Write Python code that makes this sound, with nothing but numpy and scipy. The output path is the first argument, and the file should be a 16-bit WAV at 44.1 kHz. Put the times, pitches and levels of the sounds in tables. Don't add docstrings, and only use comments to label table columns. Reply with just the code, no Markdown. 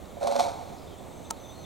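import sys
import numpy as np
from scipy import signal
from scipy.fft import rfft, irfft
from scipy.io import wavfile
from scipy.ndimage import uniform_filter1d

SR = 44100
rng = np.random.default_rng(int(sys.argv[2]) if len(sys.argv) > 2 else 0)


def waveform_to_disk(signal):
    frames = np.transpose(np.atleast_2d(signal))
    scaled = np.clip(frames, -1, 1) * 32767
    samples = np.round(scaled).astype(np.int16)
    wavfile.write(sys.argv[1], SR, samples)


N = 72765

# start_s, knock_db, chatter_hz, scratch_db
GRIP_SLIPS = [(.054, -19, 1500, -20), (.1675, -16.5, 687, -38), (.209, -10.5, 766, -18.5),
              (.229, -2, 560, -10.5), (.237, -2, 586, -10), (.2655, -9, 740, -26), (0.2705, 1, 950, 1.5),
              (.278, -1.5, 655, -11), (.301, -6, 634, -23), (.3115, -3.5, 618, -7), (.321, 1.5, 853, -4.5),
              (.3535, -0.5, 630, -7), (.3613, -3.5, 720, -1.5), (.3895, 1.5, 764, -3), (.3953, 0, 783, 4),
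              (.4035, 4, 761, 1.5), (.409, -32, 700, -23), (.421, -22, 707, -14), (.438, -9, 745, -5),
              (.449, -9, 620, -14), (.4635, -8.5, 710, -16)]
CHATTER_S, KNOCK_DB = 0.0053, -23.5
SCRATCH_DB, SCRATCH_RISE_S, SCRATCH_FALL_S = -32, 0.001, 0.0038
# time_s, hollow_rub_db, hiss_db
SLIDE_LEVELS = [(.16, -91, -84), (.203, -62, -62), (.218, -30.5, -48), (.29, -32, -44.5), (.38, -30.5, -42),
                (.41, -32, -35), (.47, -30.5, -41), (.55, -41.5, -51), (.63, -44, -56), (.73, -49.5, -57),
                (.85, -56.5, -69)]
GRAINS_PER_S, GRAIN_SPREAD_DB = 2500, 1
THRUM_HZ, THRUM_WAVER_HZ, THRUM_DB, THRUM_PEAK_S, THRUM_SWELL_S = 237, 5, -44.5, 0.355, 0.11
# pitch_hz, t60_s, level_db, drift_db_per_s
HOUSING_MODES = [(564.6, 0.24, -5, -50), (584, 0.12, -6.5, -31), (693.4, .11, -3.5, -22),
                 (713.5, 0.15, -6, 26), (778.4, 0.064, -8, 51), (708, 0.0072, 6.5, 24.5),
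                 (876, 0.063, -8, 35), (980, 0.047, -19, -33), (1267, 0.09, -15, -6), (1426, 0.029, -14, 9)]
GRIP_MID_S, CONTACT_BAND_HZ = 0.34, (441, 1420)
# frequency_hz, gain_db
SCRATCH_EQ = [(100, -33), (350, -18), (600, 5.5), (1000, 9.5), (1430, 4), (1700, -12), (2250, 4.5),
              (2850, -7.5), (3600, 2), (4300, 4.5), (4800, -5), (5900, 0), (7200, -6), (8600, -5.5),
              (10000, -14.5), (12000, -14), (15500, -30)]
# start_s, level_db
CREAK_HITS = [(.114, -22), (.2727, -7.5), (.3232, -9.5), (.3957, 4.5), (.4062, -5)]
CREAK_DB, CREAK_RISE_S, CREAK_FALL_S = -27.5, .00025, 0.001
# frequency_hz, gain_db
CREAK_EQ = [(200, -9), (800, 17), (1300, 12), (1700, -11), (4200, 6.5), (5000, -6), (6000, -1), (8700, -12),
            (10500, -4), (15500, -18)]
# start_s, level_db
CLICK_HITS = [(1.3037, -12.5), (1.3065, -7.5), (1.3087, -0.5), (1.3114, -16)]
CLICK_DB, CLICK_RISE_S, CLICK_FALL_S = -21, 0.00013, 0.00077
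# frequency_hz, gain_db
CLICK_EQ = [(300, -22), (650, -11), (880, 2), (1350, 1), (1700, -9), (2400, -6), (3400, -6), (4400, -3),
            (5000, -7), (6500, 2), (8000, 0), (9500, -4), (11000, -12), (13000, -14), (15500, -15)]
# pitch_hz, t60_s, level_db
CLICK_RING = [(905, 0.046, -25.5), (1080, 0.023, -43), (1286, 0.052, -30)]
# start_s, end_s, pitch_hz, width_hz, level_db
MOTOR_WHINES = [(0.743, .96, 4990, 895, -68), (0.953, 1.32, 8040, 300, -67), (1.114, 1.332, 6220, 302, -64),
                (1.358, 1.65, 7970, 362, -67.5), (1.38, 1.68, 6100, 300, -62.5),
                (1.443, 1.516, 6140, 110, -56)]
WHINE_FADE_S, WHINE_FLUTTER_DB = 0.032, 2.5
# start_s, length_s, start_pitch_hz, end_pitch_hz, level_db
BIRD_CHIRPS = [(0.868, 0.029, 3630, 3620, -59), (0.895, 0.065, 3240, 3200, -62),
               (0.977, 0.025, 3320, 3500, -63.5), (1.24, 0.033, 3650, 3790, -57),
               (1.33, .05, 4300, 4240, -68), (1.354, 0.032, 3710, 3750, -61.5),
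               (1.367, 0.035, 4200, 4030, -66), (1.39, 0.03, 3510, 3350, -67),
               (1.429, 0.0413, 3725, 3455, -56.5), (1.492, .035, 3350, 3765, -55.5),
               (1.521, 0.11, 4170, 4230, -62), (1.633, 0.042, 3670, 3720, -51.5)]
CHIRP_WAVER_HZ, TREES_T60_S = 113.6, 0.22
# frequency_hz, gain_db
HUSH_EQ = [(25, -6.5), (55, 1), (90, 7.5), (118, 1), (200, 2), (380, -1.5), (640, 0), (900, -8.5),
           (1200, -10.5), (1600, -20.5), (2200, -17.5), (2800, -22.5), (3700, -19), (4400, -24),
           (5050, -30.5), (6300, -23.5), (7600, -23.5), (8800, -27.5), (12000, -29), (15500, -29)]
HUSH_DB, HUSH_WAVER_DB, HUSH_BASS_HZ = -43.5, 1, 680
# frequency_hz, left_over_right_db, correlation
HUSH_IMAGE = [(60.3, -8.5, 0.25), (194, -5.5, .05), (363, -8, 0.35), (650, -1, 0.39), (1400, -1, 0.68),
              (3100, 0.5, 0.86), (6500, 0, 0.89), (14900, 0.5, 0.11)]
# frequency_hz, left_over_right_db, left_lead_rad
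HOUSING_IMAGE = [(60, -5, 2.4), (245, -12, 2.1), (527, -4.5, 1.97), (700, -4.5, 1.16), (1340, -1, 1.4),
                 (2420, 0.5, 0.53), (4460, -0.5, 0.13), (9000, 1, 0.11), (15000, 0, 0.4)]
# frequency_hz, side_gain_db
SIDE_EQ = [(1000, -11), (4500, -15.5), (6500, -26), (9000, -2.5), (14000, -6)]
HIGH_CUT_HZ = 15900


def grip():
    body_gain = np.sqrt(np.sum(housing(taps([(GRIP_MID_S, 0)])) ** 2))
    rub = grains() * undb(curve(SLIDE_LEVELS, axis=1)) / body_gain
    slip_hits = taps([(start, db) for start, _, _, db in GRIP_SLIPS])
    scrapes = undb(SCRATCH_DB) * ring(slip_hits, burst(SCRATCH_RISE_S, SCRATCH_FALL_S))
    friction = np.hypot(scrapes, undb(curve(SLIDE_LEVELS, axis=2)))
    scratch, side = colour(np.array([grains(), grains()]) * friction, SCRATCH_EQ)
    return through_housing(housing(chatter() + rub) + thrum() + scratch) + widen(side)


def chatter():
    t, force = clock(), 0
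    for start, db, hz, _ in GRIP_SLIPS:
        swell = np.sin(np.pi * np.clip((t - start) / CHATTER_S, 0, 1)) ** 2
        catches = np.cos(2 * np.pi * hz * (t - start))
        force = force + undb(KNOCK_DB + db) * 2 * swell / swell.sum() * catches
    return force


def grains():
    caught = rng.random(N) < GRAINS_PER_S / SR
    polarity = np.sign(rng.standard_normal(N))
    size = undb(GRAIN_SPREAD_DB * np.minimum(rng.exponential(size=N), np.pi))
    return unit(caught * polarity * size)


def housing(force):
    push = signal.sosfilt(signal.butter(2, CONTACT_BAND_HZ, "bandpass", fs=SR, output="sos"), force)
    moved_s, out = np.clip(clock() - GRIP_MID_S, -.2, .2), 0
    for hz, t60, db, drift in HOUSING_MODES:
        pole = np.exp((2j * np.pi * hz - np.log(1000) / t60) / SR)
        out = out + signal.lfilter([1], [1, -pole], push * undb(db + drift * moved_s)).imag
    return out


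def thrum():
    hz = THRUM_HZ + THRUM_WAVER_HZ * walk(56.3)
    swell = np.exp(-((clock() - THRUM_PEAK_S) / THRUM_SWELL_S) ** 2)
    level = undb(THRUM_DB + 2.2 * walk(30.5)) * swell
    return level * np.sqrt(2) * np.sin(2 * np.pi * np.cumsum(hz) / SR)


def creaks():
    stress = undb(CREAK_DB) * ring(taps(CREAK_HITS), burst(CREAK_RISE_S, CREAK_FALL_S))
    snap, side = colour(np.sign(rng.standard_normal((2, N))) * stress, CREAK_EQ)
    return through_housing(snap) + widen(side)


def click():
    force = taps(CLICK_HITS)
    contact = np.sign(rng.standard_normal((2, N))) * ring(force, burst(CLICK_RISE_S, CLICK_FALL_S))
    crack, side = undb(CLICK_DB) * colour(contact, CLICK_EQ)
    return through_housing(crack + ring(force, ringing(CLICK_RING))) + widen(side)


def lens_motor():
    t, out = clock(), 0
    for start, end, hz, width, db in MOTOR_WHINES:
        gate = np.clip(np.minimum(t - start, end - t) / WHINE_FADE_S, 0, 1)
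        level = undb(db + WHINE_FLUTTER_DB * walk(35.16)) * gate
        phase = 2 * np.pi * hz * t
        out = out + level * (walk(width) * np.cos(phase) + walk(width) * np.sin(phase))
    return out


def birds():
    t, song = clock(), 0
    for start, length, start_hz, end_hz, db in BIRD_CHIRPS:
        along = np.clip((t - start) / length, 0, 1)
        hz = start_hz + (end_hz - start_hz) * along + CHIRP_WAVER_HZ * walk(500)
        swell = np.sqrt(2 * np.abs(np.sin(np.pi * along)))
        song = song + undb(db) * swell * np.sin(2 * np.pi * np.cumsum(hz) / SR)
    trees = rng.standard_normal(N) * np.exp(-np.log(1000) * t / TREES_T60_S)
    return song + ring(song, trees / np.sqrt(np.sum(trees ** 2)))


def hush():
    alike = np.clip(per_bin(HUSH_IMAGE, axis=2), -1, 1)
    pan = undb(per_bin(HUSH_IMAGE, axis=1) / 2)
    mid, side = (filtered(rng.standard_normal(N), np.sqrt(1 + sign * alike)) for sign in (1, -1))
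    stereo = filtered(np.array([mid + side, mid - side]), np.array([pan, 1 / pan]))
    air = unit(colour(stereo, HUSH_EQ))
    bass = signal.sosfiltfilt(signal.butter(2, HUSH_BASS_HZ, fs=SR, output="sos"), air)
    return undb(HUSH_DB) * (air - bass + bass * undb(HUSH_WAVER_DB * walk(25.15)))


def through_housing(x):
    left = undb(per_bin(HOUSING_IMAGE, axis=1) / 2) * np.exp(.5j * per_bin(HOUSING_IMAGE, axis=2))
    return filtered(x, np.array([left, 1 / left]))


def widen(x):
    side = filtered(x, undb(per_bin(SIDE_EQ)))
    return np.array([side, -side])


def undb(db):
    return 10 ** (np.asarray(db) / 20)


def unit(x):
    return x / np.sqrt(np.mean(x ** 2) + 1e-20)


def clock():
    return np.arange(N) / SR


def curve(table, axis=1):
    rows = np.array(table)
    return np.interp(clock(), rows[:, 0], rows[:, axis])


def per_bin(table, axis=1):
    rows = np.array(table)
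    hz = np.maximum(np.fft.rfftfreq(2 * N, 1 / SR), 1)
    return np.interp(np.log(hz), np.log(rows[:, 0]), rows[:, axis])


def filtered(x, response):
    return irfft(rfft(x, 2 * N) * response)[..., :N]


def colour(x, table):
    cepstrum = irfft(np.log(unit(undb(per_bin(table)))))
    cepstrum[1:N] *= 2
    cepstrum[N + 1:] = 0
    return filtered(x, np.exp(rfft(cepstrum)))


def walk(rate_hz):
    hold = max(int(SR / rate_hz), 1)
    steps = np.repeat(rng.standard_normal(N // hold + 1), hold)
    return unit(uniform_filter1d(steps, hold)[:N])


def ringing(modes):
    t = clock()
    return sum(undb(db) * np.sin(2 * np.pi * hz * t) * np.exp(-np.log(1000) * t / t60)
               for hz, t60, db in modes)


def ring(x, response):
    return signal.fftconvolve(x, response)[:N]


def taps(rows):
    out = np.zeros(N)
    for start, db in rows:
        out[int(start * SR)] += undb(db)
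    return out


def burst(rise_s, fall_s):
    shape = (1 - np.exp(-clock() / rise_s)) * np.exp(-clock() / fall_s)
    return shape / shape.max()


def scene():
    return grip() + creaks() + click() + lens_motor() + birds() + hush()


def record(dry):
    return signal.sosfilt(signal.ellip(10, .2, 80, HIGH_CUT_HZ, fs=SR, output="sos"), dry)


dry = scene()
out = record(dry)
waveform_to_disk(out)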